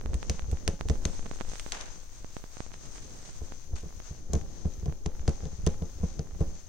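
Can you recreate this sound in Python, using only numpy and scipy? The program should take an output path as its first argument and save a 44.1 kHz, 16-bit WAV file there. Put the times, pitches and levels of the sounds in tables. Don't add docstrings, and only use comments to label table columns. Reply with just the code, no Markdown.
import sys
import numpy as np
from scipy import signal
from scipy.fft import rfft, irfft
from scipy.io import wavfile
from scipy.ndimage import uniform_filter1d

SR = 44100
rng = np.random.default_rng(int(sys.argv[2]) if len(sys.argv) > 2 else 0)


def file_out(sig):
    cols = np.atleast_2d(sig).T
    lim = np.clip(cols, -1, 1)
    pcm = np.round(lim * 32767).astype(np.int16)
    wavfile.write(sys.argv[1], SR, pcm)


def gain_from_db(level_db):
    decades = np.asarray(level_db, float) / 20
    return 10 ** decades


N = 294588


def colour(x, points):
    hz, db = np.transpose(points)
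    f = np.fft.rfftfreq(N, 1 / SR) + 1
    gain_db = np.interp(np.log(f), np.log(hz), db, left=-60, right=-80)
    y = irfft(rfft(x) * gain_from_db(gain_db), N)
    return y / np.std(y)


def walk(rate):
    hold = int(SR / rate)
    levels = np.repeat(rng.standard_normal(N // hold + 1), hold)
    return 1.93 * uniform_filter1d(uniform_filter1d(levels, hold), hold)[:N]


def add(out, s, wave):
    i = max(int(s * SR), 0)
    out[..., i:i + wave.shape[-1]] += wave[..., :N - i]


def band(x, lo_hz, hi_hz):
    return signal.sosfilt(signal.butter(1, [lo_hz, hi_hz], "band", fs=SR, output="sos"), x)


def swell(t, rise_s):
    return (t / (2 * rise_s)) ** 2 * np.exp(2 - t / rise_s)


def tilt(pan_db):
    return np.array([[.5], [-.5]]) * pan_db


def plus_shake(db, shake_db, shaken):
    return 10 * np.log10(gain_from_db(2 * db) + gain_from_db(2 * shake_db) * shaken)


def grainy(points, rate, spread_db, share, like):
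    size_db = spread_db * np.minimum(rng.exponential(size=(3, N)), 2.5)
    grains = (rng.random((3, N)) < rate / SR) * gain_from_db(size_db)
    grains = signal.lfilter([1], [1, -.93], grains) * rng.standard_normal((3, N))
    x = rng.standard_normal((3, N)) + share * grains / np.std(grains)
    return colour(like * x[0] + x[1:], points)


def room_tone():
    # (frequency [Hz], spectral level [dB per Hz])
    room_spectrum = [(25, -7), (60, 14), (120, 5), (300, -22), (700, -15), (2000, -27.5), (5000, -22),
                     (9000, -29)]
    return grainy(room_spectrum, 7.2, 1.5, 0.084, 0.067) * gain_from_db(-58.0 + 1.3 * walk(3.5))


def treble_air(slide_db):
    # (frequency [Hz], spectral level [dB per Hz])
    air_spectrum = [(9000, -2.5), (11000, -9.5), (14000, -3.5), (15400, -6.5), (15800, -2), (16100, -35)]
    air_db = -74 + 0.47 * (slide_db + 58.5)
    return grainy(air_spectrum, 10, 1.43, .1, 0.11) * gain_from_db(air_db + 1.24 * walk(12) + np.array([[-2], [4]]))


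def grip_wobble(grip_db, shaken):
    wobble_spectrum = [(5, -1), (12, 9.5), (22, -1.5), (35, -2.5), (60, -19)]  # (Hz, dB per Hz)
    wobble_db = plus_shake(grip_db, -13.5, shaken)
    hand_share = gain_from_db(2 * (grip_db - wobble_db))
    return grainy(wobble_spectrum, 14, 1.6, 0.23, 1.09) * gain_from_db(wobble_db + 1.5 + tilt(8 * hand_share))


def grip_drag(drag_db, drag_pan):
    # (frequency [Hz], spectral level [dB per Hz])
    drag_spectrum = [(40, 1), (70, 9), (150, 0.5), (300, -4), (500, -8), (1000, -25), (2000, -34)]
    level_db = drag_db + 1.9 * walk(20) + 1.48 * walk(5.4) + 2.5
    return grainy(drag_spectrum, 80, 3.6, 0.52, 0.62) * gain_from_db(level_db + tilt(drag_pan))


def creaks(drag_db, drag_pan):
    size = gain_from_db(3.5 * np.minimum(rng.exponential(size=N), 2))
    slips = (rng.random(N) < 70 / SR) * rng.standard_normal(N) * size
    slips = band(band(slips, 100, 1060), 100, 1060)
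    return slips * gain_from_db(drag_db + 31.5 - 0.71 * drag_pan) * gain_from_db([[-25], [0]])


def ticks():
    # (time [s], level [dB], softness [dB])
    finger_ticks = [(0.0122, -32, 1.5), (0.0601, -29.5, 4.5), (0.1341, -37.5, 9.5), (0.2292, -21, -6),
                    (0.3946, -24.5, -34), (0.4214, -32, -4.5), (0.572, -33.5, -20), (0.8105, -20.5, 2),
                    (0.956, -42, 13), (1.194, -37, 9), (1.2597, -33.5, 4.5), (1.2643, -33.5, 4.5),
                    (1.3134, -28.5, 5), (1.3889, -34.5, -10), (1.403, -27, -1), (1.4104, -23, 3.5),
                    (1.5566, -24.5, -4), (1.6637, -29.5, 3.5), (2.2459, -40, 12), (2.3675, -30, 6),
                    (2.4408, -37.5, 7.5), (2.6049, -29.5, 7), (2.718, -35.5, -17), (2.7414, -31, -34),
                    (2.9595, -33, -4), (2.9811, -33, -4.5), (3.5219, -33.5, 4.5), (4.0018, -33.5, 2.5),
                    (4.4137, -31.5, -3.5), (5.1953, -36, -30)]
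    # (time [s], level [dB])
    faint_slips = [(0.18, -51), (0.234, -48), (0.5308, -39.5), (1.1338, -40.5), (1.1518, -44), (1.229, -41),
                   (1.4172, -33.5), (1.518, -36), (1.5355, -34), (2.5698, -35), (2.6646, -38.5),
                   (2.711, -49), (2.836, -46), (2.9549, -46), (3.079, -46), (3.278, -48), (3.2921, -42),
                   (4.8975, -42), (4.9249, -36), (5.152, -43.5), (6.311, -45)]
    out, t = np.zeros((2, N)), np.arange(600) / SR
    rows = finger_ticks + [(s, db, 4) for s, db in faint_slips]
    chance = rng.random((len(rows), 2))
    for (s, db, soft_db), c in zip(rows, chance):
        leak_s = 0.00025 * gain_from_db(1.7 * soft_db)
        step = (1 - np.exp(-t / .00006)) * np.exp(-t / leak_s)
        hardness = (1 - np.tanh(soft_db / 4)) / 2
        step = step - .5 * swell(t, 0.25 * leak_s + .00005) * hardness
        level_db = db + np.array([[-20], [11]]) + 0.38 * max(soft_db, 0)
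        add(out, s - .0002, np.sign(c[0] - .5) * gain_from_db(level_db) * step)
    return out


def thread_rustle(slide_db, shaken):
    # (frequency [Hz], spectral level [dB per Hz])
    rustle_spectrum = [(300, -0.5), (700, 1), (1500, -1.5), (3000, -5), (5000, -2), (9000, -3.5)]
    rustle_db = plus_shake(slide_db, -49, shaken)
    pan_db = -.9 * (slide_db + 58.5)
    level_db = rustle_db + 1.3 * walk(25.04) + 1.52 * walk(5.96) + 2
    return grainy(rustle_spectrum, 300, 4.5, 0.49, 0.2) * gain_from_db(level_db + tilt(pan_db))


def beads():
    # (time [s], click level [dB], scrape level [dB], scrape decay [s], scrape frequency [Hz])
    bead_moves = [
        (1.7225, -40.5, -42, 0.079, 890),
        (1.8105, -42.5, -50.5, 0.021, 1100),
        (1.858, -51.5, -54, 0.042, 980),
        (3.757, -53, -61, 0.061, 9100),
        (1.49, -55, -60, 0.15, 4500),
        (3.019, -65, -63, 0.083, 5000),
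        (1.8, -67, -44, 0.033, 740),
        (3.757, -70, -53, 0.044, 1350),
        (2.73, -70, -57, .02, 2000),
        (3.25, -70, -60.5, .05, 4000),
    ]
    out, t = np.zeros((2, N)), np.arange(12000) / SR
    noise = rng.standard_normal((len(bead_moves), 2, len(t)))
    patchy = 1 + 0.31 * np.sin(2 * np.pi * 45 * t)
    for (s, click_db, scrape_db, decay_s, hz), n in zip(bead_moves, noise):
        click = gain_from_db(click_db + 13.5) * band(n * np.exp(-t / 0.0015), 2700, 9700)
        scrape = n * patchy * np.minimum(t / 0.0073, 1) * np.exp(-t / decay_s)
        add(out, s, click + gain_from_db(scrape_db + 13) * band(scrape, 0.31 * hz, 2 * hz))
    return out


def blows():
    # (time [s], sway level [dB], drum level [dB], frame level [dB])
    stabs = [(0.059, -27.5, -46, -55), (0.101, -27, -48, -61), (0.151, -21, -37.5, -38),
             (0.303, -22.5, -30.5, -30), (0.49, -28, -47, -48), (0.533, -21, -30.5, -35),
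             (0.685, -22, -26, -26), (0.86, -28, -44, -40.5), (0.906, -17.5, -22, -25.5),
             (1.06, -23, -28.5, -29), (3.422, -31, -45, -40), (3.738, -26.5, -36, -42.5),
             (3.839, -34, -41.5, -41), (4.115, -34, -36, -45.5), (4.342, -20.5, -22, -25.5),
             (4.362, -24.5, -30, -29), (4.66, -22, -24.5, -34), (4.833, -29.5, -35.5, -44),
             (4.866, -32, -29, -34.5), (4.886, -23.5, -23.5, -38.5), (5.067, -26.5, -26.5, -29),
             (5.287, -18, -19.5, -24.5), (5.438, -30.5, -33.5, -42), (5.463, -32.5, -30.5, -37),
             (5.639, -29.5, -36, -55), (5.675, -19.5, -18, -23), (5.827, -26.5, -26.5, -34),
             (6.04, -22.5, -21.5, -31), (6.199, -27.5, -25.5, -33.5), (6.414, -20, -19.5, -27)]
    # (time [s], sway level [dB], drum level [dB])
    faint_stabs = [(0.346, -41, -37), (0.432, -31, -58), (0.457, -38, -48), (0.739, -44, -36.5),
                   (0.813, -36, -40), (1.101, -39, -38.5), (1.486, -39.5, -44), (3.863, -46, -37.5),
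                   (3.975, -39, -52), (4.303, -31, -44), (4.427, -46.5, -46), (4.786, -35, -50),
                   (4.921, -45, -39), (5.206, -33, -57), (5.534, -36.5, -41), (5.592, -33.5, -42),
                   (5.754, -40, -41), (5.965, -36, -57), (6.01, -31, -42), (6.108, -43, -49),
                   (6.254, -45, -41.5), (6.335, -36, -55), (6.364, -39, -44), (6.48, -35, -42),
                   (6.546, -42, -48)]
    return stabs + [(s, sway_db, drum_db, drum_db - 10) for s, sway_db, drum_db in faint_stabs]


def shake():
    lead_s, tail_s = 0.036, 0.064
    t = np.arange(N) / SR
    power = np.zeros(N)
    for s, sway_db, _, _ in blows():
        power += gain_from_db(2 * sway_db) * np.exp(np.minimum((t - s) / lead_s, (s - t) / tail_s))
    return power


def pricks():
    # (time [s], left level [dB], right level [dB], brightness [dB])
    weave_pricks = [(0.1428, -34.5, -31, 5.5), (0.2976, -20, -18.5, -10), (0.304, -53, -52, -11),
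                    (0.5148, -49, -34, 4), (0.6786, -18.5, -19, -6), (0.887, -37, -30.5, 1),
                    (0.8988, -35.5, -24, -26), (1.0536, -21.5, -23, -5), (1.5972, -31, -25.5, -30),
                    (1.7215, -23, -19.5, -16.5), (4.3339, -30.5, -39, 17), (4.3528, -33, -32, -13),
                    (4.653, -64, -48, -6), (4.8589, -39.5, -42, -3), (5.0613, -30, -30, -31),
                    (5.2791, -27.5, -24.5, -26), (5.2836, -50, -43.5, -6), (5.2932, -41, -30, -8),
                    (5.4548, -42, -40.5, -20), (5.6654, -25.5, -19, -10), (5.674, -27.5, -32, -10),
                    (5.8225, -44, -40, -20), (6.1937, -34, -35, -58), (6.4071, -47, -43, -1),
                    (6.415, -43, -57, -8), (6.6162, -52, -64, -1)]
    out, edge, t = np.zeros((2, N)), np.zeros((2, N)), np.arange(4000) / SR
    noise = rng.standard_normal((len(weave_pricks), 3, len(t)))
    shape = np.exp(-t / 0.00021) + 0.29 * np.exp(-t / 0.0026) + 0.023 * np.exp(-t / 0.071)
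    for (s, left_db, right_db, bright_db), n in zip(weave_pricks, noise):
        burst = (n[0] + n[1:]) * shape
        wave = band(burst, 640, 5460) + gain_from_db(bright_db - 5.5) * band(burst, 5950, 12000)
        add(out, s - .0005, gain_from_db(np.array([[left_db], [right_db]]) + 4.0) * wave)
        add(edge, s - .0005, gain_from_db(right_db + 0.67 * bright_db - 12.5) * burst)
    edge = signal.sosfilt(signal.butter(2, [12000, 16300], "band", fs=SR, output="sos"), edge)
    return out, gain_from_db([[-8], [0]]) * edge


def thumps():
    # (frequency [Hz], 60 dB decay time [s], level [dB])
    frame_modes = [(207, 0.11, -1), (330, 0.088, -4.5), (439.7, 0.072, 1.5), (689, 0.032, 0.5),
                   (1037, 0.036, -9.5), (518, 0.32, -16.5), (814, 0.59, -29.5)]
    sway_rise_s, drum_rise_s, drum_base_hz = 0.00601, 0.00481, 154.9
    out, t = np.zeros((2, N)), np.arange(12000) / SR
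    rows = blows()
    chance = rng.random((len(rows), 18))
    noise = rng.standard_normal((len(rows), 2, len(t)))
    for (s, sway_db, drum_db, frame_db), c, n in zip(rows, chance, noise):
        sway_hz = 70.2 + 0.5 * (drum_db - sway_db)
        turn = sway_hz * t + c[0] + np.array([[0], [.05]])
        sway = gain_from_db(sway_db + 0.5) * swell(t, sway_rise_s) * np.cos(2 * np.pi * turn)
        add(out, s - 2 * sway_rise_s, sway * gain_from_db([[0], [1]]))
        drum_hz = drum_base_hz * (0.906 + 0.213 * c[1])
        turn = drum_hz * t + c[2] + np.array([[0], [.09]])
        drum = gain_from_db(drum_db - 0.5) * swell(t, drum_rise_s) * np.cos(2 * np.pi * turn)
        add(out, s - 2 * drum_rise_s, drum * gain_from_db([[0], [-3]]))
        shudder = ((n[0] + 0.84 * n) * np.exp(-t / 0.023))[:, :5000]
        add(out, s - .006, gain_from_db(frame_db + 3.5) * band(band(shudder, 210, 590), 210, 590))
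        for k, (hz, t60, db) in enumerate(frame_modes):
            ring = np.exp(-np.log(1000) * t / t60) * np.minimum(t / 0.0058, 1)
            turn = hz * (.96 + 0.0996 * c[3 + k]) * t + c[10 + k] + np.array([[0], [.16]])
            level = gain_from_db(frame_db + db + np.array([[1], [-2]]))
            add(out, s - .009, level * ring * np.sin(2 * np.pi * turn))
    return out


def ports(x):
    # (resonance [Hz], width [Hz], gain [dB], cut [Hz])
    port_modes = [
        (6316, 470, 14.5, 6850),
        (9460, 1900, 2.5, 8280),
    ]
    out = []
    for v, (hz, width, db, cut_hz), hiss_db in zip(x, port_modes, (-64, -72)):
        v = v + gain_from_db(hiss_db) * band(rng.standard_normal(N), 5900, 7300)
        v = v + gain_from_db(db) * signal.lfilter(*signal.iirpeak(hz, hz / width, fs=SR), v)
        out.append(signal.sosfilt(signal.cheby2(5, 26, cut_hz * 1.25, fs=SR, output="sos"), v))
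    return np.array(out)


def scene():
    # (time [s], thread and sleeve rustle level [dB], unsteadiness of the grip [dB])
    hand_levels = [(0.0, -60, -39.5), (0.3, -63.5, -40), (0.72, -64.5, -43), (0.92, -61.5, -41),
                   (1.08, -56, -38), (1.4, -59, -41.5), (1.469, -53.5, -39.5), (1.71, -52.5, -41.5),
                   (1.88, -60, -44.5), (2.36, -57.5, -45), (2.58, -57.5, -49), (2.8, -59, -45.5),
                   (3.3, -56, -43.5), (3.56, -62, -46), (4.05, -63, -46.5), (4.35, -62.5, -48),
                   (5.1, -63.5, -43), (6.68, -62, -46.5)]
    s, *columns = np.transpose(hand_levels)
    slide_db, grip_db = (np.interp(np.arange(N) / SR, s, c) for c in columns)
    shaken = shake()
    rest_db = grip_db - 13
    drag_db = plus_shake(rest_db, -27.5, shaken)
    drag_pan = np.minimum(1.2 * (drag_db - rest_db) - 4, 6)
    needle, edge = pricks()
    heard = thumps() + needle + beads() + ticks()
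    heard += creaks(drag_db, drag_pan) + grip_drag(drag_db, drag_pan)
    heard += thread_rustle(slide_db, shaken) + grip_wobble(grip_db, shaken) + room_tone()
    heard = ports(heard) + treble_air(slide_db) + edge
    return heard + gain_from_db(-33) * heard[::-1]


def top_cut(x):
    return signal.sosfilt(signal.butter(12, 17140, fs=SR, output="sos"), x)


def record(dry):
    return top_cut(dry)


dry = scene()
out = record(dry)
file_out(out)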